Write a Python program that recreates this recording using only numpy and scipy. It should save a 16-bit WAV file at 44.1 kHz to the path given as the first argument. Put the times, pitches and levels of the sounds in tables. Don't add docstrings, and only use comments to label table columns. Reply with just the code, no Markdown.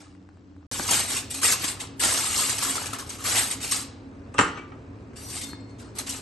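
import sys
import numpy as np
from scipy import signal
from scipy.fft import rfft, irfft, next_fast_len
from scipy.io import wavfile
from scipy.ndimage import uniform_filter1d, map_coordinates

SR = 44100
rng = np.random.default_rng(int(sys.argv[2]) if len(sys.argv) > 2 else 0)


def boost_factor(decibels):
    exponent = np.asarray(decibels, float) / 20
    return 10 ** exponent


def output_pcm(signal):
    pcm = np.clip(np.atleast_2d(signal).T, -1, 1) * 32767
    wavfile.write(sys.argv[1], SR, np.round(pcm).astype(np.int16))


N = 273861
T = np.arange(N) / SR
SILENCE_START_S, SILENCE_END_S = 0.6672, 0.7135

# frequency in Hz, level in dB.
FAN_AIR = [(15, -38.5), (25, -12), (88, 1.5), (172, -9.5), (277, -5.5), (404, -10.5), (737, -21),
           (1020, -23.5), (2010, -33.5), (2650, -34.5), (3240, -49.5), (7780, -54), (10000, -74),
           (13000, -108), (22000, -120)]
# centre in Hz, width in Hz, level in dB before the silence, then the same after.
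FAN_DRONES = [(91.2, 14, -51, 107.7, 3.8, -50), (189, 17, -60.5, 236.5, 21, -56),
              (286, 35, -54, 272.4, 13.7, -50)]

# start in seconds, swell in seconds, hold in seconds, top in dB,
# sag over the hold in dB.
SPREADING = [
    (0.0, 0.001, 0.16, -51.5, 30),
    (0.705, 0.0017, 0.15, -31.5, 0),
    (0.875, 0.062, 0.12, -19.5, 13.5),
    (1.075, 0.041, 0.066, -25.5, 4),
    (1.298, 0.0032, 0.085, -39, -5),
    (1.414, 0.032, 0.07, -21.5, 0),
    (1.592, 0.027, 0.082, -29.5, 3),
    (1.792, 0.018, 0.035, -34.5, 10.5),
]
CRIMPING = [(1.994, 0.034, 0.23, -21.5, 5.5), (2.249, 0.16, 0.18, -22, 12), (2.6, 0.022, 0.2, -25.5, 9.1),
            (2.81, 0.0086, 0.11, -38, 4.7), (2.928, 0.0024, 0.02, -31, 8.6), (2.983, .008, 0.049, -34, 17),
            (3.061, .004, 0.014, -42.5, 3), (3.089, 0.02, 0.047, -40.5, 3), (3.18, 0.031, .02, -39, 0.81),
            (3.2385, 0.022, 0.087, -24.5, 0.77), (3.352, 0.017, 0.14, -17.5, 19),
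            (3.5, 0.012, 0.038, -27.5, 13.5), (3.6, 0.039, .07, -30, 8), (3.67, .03, .01, -34.5, 1),
            (3.706, .012, 0.098, -23.5, 12.6)]
TOUCHES = [
    (5.13, 0.0045, .02, -66, 5),
    (5.156, 0.003, 0.16, -46.5, 1),
    (5.285, 0.079, 0.072, -36.5, 5.5),
    (5.44, .005, 0.055, -46, 0.5),
    (5.68, 0.015, .03, -61.5, 10),
    (5.783, 0.013, 0.1, -51.5, 12),
    (5.95, 0.05, 0.027, -39, 10.5),
    (6.061, 0.006, 0.11, -35, 3),
]
SWELL_DB, RELEASE_DB_PER_S = 7, 424.5
# crackle in dB, rustle in dB.
SETTLING = [(-82.5, -69.5), (-80.5, -64.5)]
# time in seconds, rustle against the
# strokes in dB.
HAND_WEIGHT = [(0, 3.5), (.6, 12), (.75, -6.5), (.92, -6.5), (1.45, -10), (1.62, -6.5), (1.85, -1.5),
               (2.04, -4.5), (2.35, -10.5), (2.65, -7), (2.95, -0.5), (3.2, -1.5), (3.4, -8.5), (3.75, -10),
               (5.2, -2), (5.42, -8.5), (5.8, 6), (6.21, -7)]
# start in seconds, peak in dB, low pop in dB.
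CREASES = [(.46, -69, 4), (0.822, -29, -15), (1.302, -18.5, -21), (0.991, -10, -18), (1.0874, -20.5, -12.5),
           (1.164, -13, -27.5), (1.339, -16, -10), (1.4276, -11, -5.5), (1.4404, -5.5, -17),
           (1.518, -5.5, -11.5), (1.6365, -10, -26), (1.6761, -12.5, -26), (1.799, -19, -14),
           (2.031, -9, -6), (2.17, -14.5, -2), (2.381, -11.5, -9.5), (2.493, -10, -18.5),
           (2.6215, -12.5, -11), (2.687, -14, -10.5), (2.7534, -14, -6.5), (2.8533, -20.5, -0.5),
           (3.0913, -21.5, -26), (3.3094, -15.5, -12), (3.5093, -14, -23), (3.709, -10.5, -23),
           (5.299, -27, -16), (5.3497, -20.5, -11), (5.4094, -21.5, -27), (5.9826, -15, -19),
           (6.0903, -14.5, -32)]
# start in seconds, peak in dB, low pop in dB.
SNAPS = [(0.8646, -18, -10), (0.8894, -18.5, -13), (0.9083, -5.5, -13.5), (0.9344, -11, -12.5),
         (1.2044, -27, -13), (1.3944, -23, -12.5), (1.4484, -9, -15.5), (1.4744, -10, -10),
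         (1.5294, -10, -11), (1.7094, -18.5, -9.5), (1.8113, -25, -17), (1.9964, -22.5, -11.5),
         (2.0474, -7.5, -12), (2.0894, -21, -14.5), (2.1344, -18, -8), (2.1894, -14, -11.5),
         (2.2594, -16, -11), (2.3444, -14.5, -8), (2.3944, -11, -8.5), (2.4194, -16, -12),
         (2.5244, -17.5, -9), (2.5814, -11, -14), (2.6474, -19, -10), (2.7044, -16.5, -11),
         (2.8664, -19.5, -12), (2.9856, -24, -12), (3.1009, -25.5, -12.5), (3.1288, -25, -12.5),
         (3.2106, -38, -12), (3.2395, -21.5, -9), (3.2545, -22.5, -10.5), (3.2745, -15.5, -13.5),
         (3.3513, -16.5, -15), (3.3764, -9.5, -9.5), (3.4294, -26.5, -11), (3.524, -17.5, -12),
         (3.6272, -20, -11), (3.6411, -18.5, -8.5), (3.7214, -19.5, -12), (3.7594, -18, -11.5),
         (3.8194, -27, -17), (5.1645, -31, -11), (5.2094, -33.5, -12), (5.3744, -23, -13),
         (5.4344, -23, -12), (5.7942, -37, -12), (6.0696, -22.5, -13), (6.1294, -28, -15)]
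CREASE_T60_S, SNAP_T60_S, SNAP_DB = 0.11, 0.045, -9
TRAY_T60_S, TRAY_DB = 0.38, -3.5
# frequency in Hz, level in dB.
CRACKLE_COLOUR = [(800, -33), (2000, -4.5), (3500, -1), (6000, -1), (8300, 5), (9500, -1.5), (11300, 0.5),
                  (13000, -22)]
# frequency in Hz, level in dB.
RUSTLE_COLOUR = [(100, -1.5), (250, -2), (600, 0.5), (1200, 3), (2200, -5.5), (4000, -4), (8000, -13)]

# start in seconds, peak in dB, pitch in Hz, thud in dB.
DENTS = [(0.151, -47, 1500, -20), (.218, -57, 1300, -15), (.29, -42.5, 1100, -9), (0.372, -47, 880, -4),
         (0.565, -46, 1080, -15), (.629, -50.5, 1100, -10), (.797, -15.5, 1160, -17), (.802, -25, 800, 2.5),
         (1.645, -27.5, 700, 3), (2.06, -22, 790, -5), (2.755, -27, 1200, -7.5), (2.819, -24, 1250, -20),
         (2.933, -30.5, 1290, -15), (3.351, -20, 1110, -13), (3.986, -51, 953, -11), (5.001, -56, 1047, -8),
         (5.134, -45, 1545, -11), (5.533, -29.5, 1300, 1)]
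# start in seconds, peak in dB, pitch in Hz.
RIM_KNOCKS = [(0.9494, -28.5, 1370), (1.4488, -19.5, 1260), (2.1044, -33, 1120), (2.1869, -26.5, 1370),
              (2.6497, -25, 1360), (2.7127, -34, 1040), (2.7794, -23, 1320), (2.797, -33, 1010),
              (2.8644, -37, 1350), (2.9337, -25, 1320), (2.9642, -37, 1090), (2.9866, -34, 1270),
              (3.009, -37.5, 1110), (3.0255, -33.5, 1050), (3.1144, -41.5, 1200), (3.2061, -37, 1280),
              (3.2455, -30.5, 1190), (3.7228, -24, 1150)]
KNOCK_T60_S = 0.029

# start in seconds, peak in dB, brightness in dB, rattle t60 in seconds.
DOOR_CONTACTS = [(4.341, -44.5, 7, 0.035), (4.345, -27, -24, 0.054), (4.382, -14.5, -2, 0.037),
                 (4.389, -6.5, 0, 0.0099), (4.396, -7.5, -6.5, 0.016), (4.410, -14, -3.5, 0.022),
                 (4.434, -26, -12, 0.024), (4.46, -22, -25, 0.018), (4.48, -41.5, 6, 0.03),
                 (4.555, -36, -15, .04), (4.573, -31.5, -5.5, 0.074), (4.592, -34, -9, 0.03),
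                 (4.718, -34, -13.5, 0.042)]
# frequency in Hz, width in Hz, level in dB.
DOOR_PANEL = [(122.7, 67, -8.5), (280, 116, -4.5), (472, 160, -6), (801, 190, -7), (1180, 190, 1),
              (1270, 100, 2.5), (1460, 210, -7), (1875, 270, -7), (2700, 450, -8.5), (4390, 500, -13),
              (5850, 430, -10), (6800, 300, -8.5), (7640, 250, -3), (8340, 340, -6), (9100, 280, -8)]
# frequency in Hz, level in dB, t60 in seconds.
DOOR_SKIN = [(259.6, -29, 0.21), (526, -35, 0.27), (815, -32, 0.16), (1093, -34, 0.42), (1190, -29, 0.31),
             (1268, -18, 0.14), (1480, -33, 0.22), (1834, -26, .1), (1940, -37, .3), (2640, -27, .15)]
# start in seconds, frequency in Hz, level in dB, t60 in seconds.
LATCH = [(5.6, 7650, -56, 0.13), (4.389, 7620, -29, 0.12), (4.408, 7650, -29, 0.098),
         (4.405, 9180, -32, 0.11), (4.408, 3900, -38, .09), (4.408, 7200, -33, .12),
         (4.392, 7230, -30, 0.12), (3.8, 7000, -53, .14), (4.55, 1220, -43, 0.22), (4.575, 1400, -42, .1),
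         (4.58, 2300, -37, 0.11), (4.55, 6300, -54, .2)]
SLAM_S = 4.389

# start in seconds, frequency in Hz, level in dB, t60 in seconds.
RACK_BARS = [(5.245, 4303, -45, .3), (5.28, 2143, -53, .6), (5.345, 4660, -54, .15), (5.33, 2500, -53, .2),
             (5.385, 2143, -51.5, 1.1), (5.385, 3580, -50.5, 1), (5.42, 4303, -51.5, 1.4),
             (5.2, 5040, -50, .1), (5.34, 6000, -49, .1), (5.35, 2520, -48, .1), (5.44, 5060, -53, 0.54),
             (5.46, 6030, -62, 0.49), (5.17, 5800, -49, .2), (5.22, 6100, -51, .2), (5.28, 8700, -40, 0.16),
             (5.345, 9150, -40, .1), (5.37, 7725, -48, .15), (5.39, 8730, -43, .3), (5.4, 5950, -50, .15)]
# frequency in Hz, level in dB.
RACK_WIRES = [(3900, -83), (4650, -61), (5060, -62), (5350, -65.5), (5600, -73), (5850, -58), (6062, -70.5),
              (6450, -78), (6783, -74), (7747, -63.5), (8050, -63.5), (8737, -56), (9300, -77),
              (10900, -54.5), (11800, -65)]
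# time in seconds, level in dB.
RUBBING = [
    (5.15, -46),
    (5.17, 0),
    (5.3, 8),
    (5.45, 6),
    (5.6, -32),
    (5.7, -43),
]

# frequency in Hz, t60 in seconds.
KITCHEN_T60 = [(150, 0.56), (1000, 0.48), (4000, 0.54), (9000, 0.26)]
# frequency in Hz, level in dB.
STEREO_WIDTH = [(30, -26.5), (120, -29), (250, -17), (650, -8.5), (1500, -3), (4000, -6.5), (5200, -2),
                (7000, -4), (12000, 3.5)]
DOOR_SIDE_DB, FAN_SIDE_DB = 0, 5
# frequency in Hz, level in dB.
FOIL_LEAN = [(60, -2.5), (150, 0), (360, -3), (870, 0.5), (2120, 4), (5160, 1.5), (12600, 0)]

# from frequency in Hz, share of moments lost in the
BAND_GAPS = [(0, 0, 0), (2300, .03, .05), (3100, .025, .45), (4500, .06, .2), (5500, .04, .5),
             (6900, 0, .2), (7600, 0, .6), (7950, 0, .99), (9000, .05, .03), (9450, .6, .03),
             (9640, 1, .03), (10500, .93, .03), (10670, .8, .05), (10840, .45, .05), (11020, .02, .15),
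             (11400, .02, .9), (11700, .35, 1), (11870, .8, 1), (12050, 1, 1)]
# frequency in Hz, level in dB per bin.
BAND_FLOOR = [(7000, -112), (8200, -104), (9000, -102), (9700, -79.5), (12500, -84.5)]
FULL_MOMENTS = [.72, 1.19, 1.3, 1.42, 1.735, 2, 2.865, 2.93, 3.245, 3.54, 3.715, 4.39, 5.97]
FRAME_OFFSET = 476


def unit(x):
    return x / np.sqrt(np.mean(x ** 2) + 1e-20)


def along(points, hz):
    f, v = np.transpose(points)
    return np.interp(np.log(hz + 1), np.log(f + 1), v)


def curves(rows, rest):
    s, *cols = np.transpose(rows)
    return [np.interp(T, s, c, rest, rest) for c in cols]


def wobble(rate, size=N):
    knots = rng.standard_normal(int(size * rate / SR) + 4)
    return map_coordinates(knots, [T[:size] * rate])


def filtered(x, response):
    m = next_fast_len(N + 8192)
    return irfft(rfft(x, m) * response(np.fft.rfftfreq(m, 1 / SR)), m)[..., :N]


def add_at(track, start_s, sound):
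    place = track[..., round(start_s * SR):][..., :sound.shape[-1]]
    place += sound[..., :place.shape[-1]]


def fan():
    late = T > SILENCE_END_S
    rush = unit(filtered(rng.standard_normal((2, N)), lambda hz: boost_factor(along(FAN_AIR, hz))))
    out = boost_factor(np.where(late, -44, -55)) * rush
    for row in FAN_DRONES:
        for gate, (centre, width, db) in ((~late, row[:3]), (late, row[3:])):
            noise = rng.standard_normal((2, N))
            drone = filtered(noise, lambda hz: 1 / (1 + ((hz - centre) / width * 2) ** 2))
            out += gate * boost_factor(db) * unit(drone)
    return out


def strokes():
    power = np.zeros(N)
    for s, swell_s, hold_s, db, sag_db in SPREADING + CRIMPING + TOUCHES:
        age = T[round(s * SR):][:SR] - s
        swell_s, hold_s = max(swell_s, .001), max(hold_s, .001)
        shape_db = np.interp(age, [0, swell_s, swell_s + hold_s], [-SWELL_DB, 0, -sag_db])
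        release_db = RELEASE_DB_PER_S * np.maximum(age - swell_s - hold_s, 0)
        add_at(power, s, boost_factor(db + shape_db - release_db) ** 2)
    return power


def swarm(level_db, colour, rate, scatter_db, ring_s, patchy_db, count=16):
    kicks = (rng.random(N) < rate / SR) * boost_factor(scatter_db * rng.exponential(size=N)) * rng.standard_normal(N)
    kicks /= np.sqrt(abs(uniform_filter1d(kicks ** 2, 700)) + .05 * np.mean(kicks ** 2))
    facet = rng.integers(count, size=N // 500 + 1).repeat(500)[:N]
    t = np.arange(4096) / SR
    decay = boost_factor(-60 * t / ring_s) + 0.69 * boost_factor(-60 * t / 0.0027)
    pair = np.zeros((2, N))
    for k in range(count):
        shiver = rng.standard_normal((2, len(t))) * decay
        patches = rng.standard_normal(24)
        tint = boost_factor(patchy_db * np.interp(np.arange(2049), np.linspace(0, 2048, 24), patches))
        shiver = irfft(rfft(np.roll(shiver, 32, 1)) * tint)
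        shiver /= np.linalg.norm(shiver[0])
        struck = kicks * (facet == k) * boost_factor(level_db)
        pair += signal.oaconvolve(struck[None], shiver, axes=1)[:, :N]
    gain = lambda hz: boost_factor(along(colour, hz))
    norm = np.sqrt(np.mean(gain(np.linspace(0, SR / 2, 2000)) ** 2) * np.mean(kicks ** 2))
    return filtered(pair, gain) / norm


def foil():
    work = strokes()
    rest_db = np.array(SETTLING)[(T > SILENCE_END_S) * 1].T
    crisp = work * boost_factor(-2.0) ** 2 + boost_factor(rest_db[0]) ** 2
    fade = boost_factor(-120 / TRAY_T60_S / SR)
    work = work + boost_factor(TRAY_DB) ** 2 * signal.lfilter([1 - fade], [1, -fade], work)
    low = work * boost_factor(curves(HAND_WEIGHT, rest=0)[0] - 3.5) ** 2 + boost_factor(rest_db[1]) ** 2
    rise_s = .002
    for s, db, low_db in CREASES:
        age = np.clip(T[round(s * SR):][:SR // 4] - s, 0, 1)
        burst = (1 - np.exp(-age / rise_s)) * boost_factor(db - 10.5 - 60 * age / CREASE_T60_S) ** 2
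        add_at(crisp, s, burst)
        add_at(low, s, burst * boost_factor(low_db) ** 2)
    age = T[:SR // 10]
    for s, db, low_db in SNAPS:
        burst = (1 - np.exp(-age / rise_s)) * boost_factor(db + SNAP_DB - 60 * age / SNAP_T60_S) ** 2
        add_at(crisp, s, burst)
        add_at(low, s, burst * boost_factor(low_db) ** 2)
    clump = 0.34 * wobble(45)
    crackle = swarm(10 * np.log10(crisp) + clump, CRACKLE_COLOUR, rate=5500, scatter_db=.8,
                    ring_s=0.041, patchy_db=2.0)
    rustle = swarm(10 * np.log10(low) + clump, RUSTLE_COLOUR, rate=2500, scatter_db=3.0,
                   ring_s=0.041, patchy_db=1.5)
    return crackle + rustle


def pops():
    out = np.zeros((2, N))
    t = np.arange(SR // 10) / SR
    for s, db, hz, thud_db in DENTS:
        ring = sum(np.sin(2 * np.pi * k * hz * t) for k in (.75, 1, 1.3)) * boost_factor(-60 * t / 0.012) / 2
        thud = boost_factor(thud_db - 60 * t / 0.03) * np.sin(2 * np.pi * 300 * t)
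        tick = .25 * rng.standard_normal(len(t)) * boost_factor(-60 * t / .008)
        add_at(out, s, boost_factor(db) * (ring + thud + tick))
    for s, db, hz in RIM_KNOCKS:
        swell = (1 - np.exp(-t / 0.0017)) * boost_factor(db - 60 * t / KNOCK_T60_S)
        tones = np.sin(2 * np.pi * hz * t) + .6 * np.sin(2 * np.pi * 0.97 * hz * t)
        add_at(out, s, swell * tones)
    return out


def door():
    out = np.zeros((2, N))
    t = np.arange(SR // 4) / SR
    hz = np.fft.rfftfreq(len(t), 1 / SR)
    panel = 0
    for k, (centre, width, db) in enumerate(DOOR_PANEL):
        damping = 1j * hz * width
        panel = panel + (-1) ** k * boost_factor(db) * damping / (centre * centre - hz * hz + damping)
    for s, db, bright_db, t60 in DOOR_CONTACTS:
        decay = boost_factor(-60 * t / max(t60, .005)) + 0.24 * boost_factor(-60 * t / 0.21)
        rattle = rng.standard_normal((2, len(t))) * decay
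        colour = (panel + boost_factor(-31.0)) * boost_factor(bright_db * hz / 4000) / (1 + 1j * hz / 7500) ** 4
        add_at(out, s, boost_factor(db + 15.0) * irfft(rfft(rattle) * colour, len(t)))
    age = np.arange(SR // 2) / SR
    for f, db, t60 in DOOR_SKIN:
        phase = 2 * np.pi * f * age + 0.76 * wobble(30, size=len(age))
        add_at(out, SLAM_S, boost_factor(db - 60 * age / t60) * np.sin(phase))
    for s, f, db, t60 in LATCH:
        phase = 2 * np.pi * f * age + 1.0 * wobble(60, size=len(age))
        add_at(out, s, boost_factor(db - 60 * age / t60) * (1 - np.exp(-age / 0.0036)) * np.sin(phase))
    return out


def rack():
    out = np.zeros((2, N))
    first = round(RUBBING[0][0] * SR)
    t = T[first:]

    def flicker(depth_db):
        return boost_factor(depth_db * np.array([wobble(20.9, size=len(t)), wobble(24.7, size=len(t))]))

    for s, hz, db, t60 in RACK_BARS:
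        age = np.maximum(t - s, 0)
        swell = boost_factor(db - 60 * age / t60) * (1 - np.exp(-age / 0.0092))
        phase = 2 * np.pi * hz * t + .7 * wobble(35, size=len(t))
        out[:, first:] += swell * flicker(4) * np.sin(phase)
    rub = boost_factor(curves(RUBBING, rest=-100)[0][first:])
    for hz, db in RACK_WIRES:
        phase = 2 * np.pi * hz * t + 1.9 * wobble(90.2, size=len(t))
        out[:, first:] += rub * boost_factor(db) * flicker(6.0) * np.sin(phase)
    return out


def kitchen(x):
    out = np.zeros((2, N + 2 * SR))
    step = SR // 4
    for a in range(0, N, step):
        hz, t, z = signal.stft(rng.standard_normal((2, 30000)), SR, nperseg=256)
        decay = boost_factor(-60 * t / along(KITCHEN_T60, hz)[:, None])
        tail = signal.istft(z * decay, SR, nperseg=256)[1]
        wet = signal.fftconvolve(x[:1, a:a + step], tail / np.linalg.norm(tail[0]), axes=1)
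        out[:, a + 300:][:, :wet.shape[1]] += wet
    return out[:, :N]


def spread(pair):
    lead = filtered(pair[0], lambda hz: .25j * (hz < 8000))
    side = filtered(0.97 * pair[1] + lead, lambda hz: boost_factor(along(STEREO_WIDTH, hz)))
    return np.array([pair[0] + side, pair[0] - side])


def scene():
    near = foil() + pops() * [[1], [.5]] + rack()
    far = door()
    sheet = filtered(spread(near), lambda hz: boost_factor(along(FOIL_LEAN, hz) * [[.5], [-.5]]))
    room = kitchen(boost_factor(-10.5) * near + boost_factor(-8.5) * far)
    around = far * boost_factor([[0], [DOOR_SIDE_DB]]) + fan() * boost_factor([[0], [FAN_SIDE_DB]]) + room
    return sheet + spread(around)


def thin_bands(pair):
    hz, t, z = signal.stft(np.pad(pair, ((0, 0), (FRAME_OFFSET, 0))), SR, "cosine", 2048, 1024)
    band = np.arange(len(hz)) // 8
    power = np.add.reduceat(abs(z) ** 2, np.arange(0, len(hz), 8), 1)[:, band] / 8
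    luck = uniform_filter1d(rng.standard_normal((2, band[-1] + 1, len(t))), 3)
    luck = (luck.argsort().argsort() / len(t))[:, band]
    start, *share = np.transpose(BAND_GAPS)
    kept = luck >= np.array(share)[:, np.searchsorted(start, hz, "right") - 1, None]
    sudden = abs(t[:, None] - FRAME_OFFSET / SR - FULL_MOMENTS).min(1) < 512 / SR
    opened = sudden & (hz < np.array([[12200], [10000]]))[..., None]
    floor = boost_factor(2 * along(BAND_FLOOR, hz))[:, None] * (hz > 6000)[:, None]
    kept = (kept | opened) & (power > floor)
    weak = power * np.array([.12, .35])[:, None, None] * (hz > 1200)[:, None]
    kept &= abs(z) ** 2 > weak
    return signal.istft(z * kept, SR, "cosine", 2048, 1024)[1][:, FRAME_OFFSET:FRAME_OFFSET + N]


def low_pass(x):
    return signal.sosfilt(signal.butter(12, 13180, fs=SR, output="sos"), x)


def record(dry):
    dry = dry / (1 + abs(dry / .95) ** 6) ** (1 / 6)
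    dry = filtered(dry, lambda hz: 1 / (1 + (38 / (hz + 1)) ** 4))
    mid, side = thin_bands(np.array([dry[0] + dry[1], dry[0] - dry[1]]) / 2)
    heard = (T < SILENCE_START_S) | (T > SILENCE_END_S)
    return low_pass(np.array([mid + side, mid - side]) * heard)


dry = scene()
out = record(dry)
output_pcm(out)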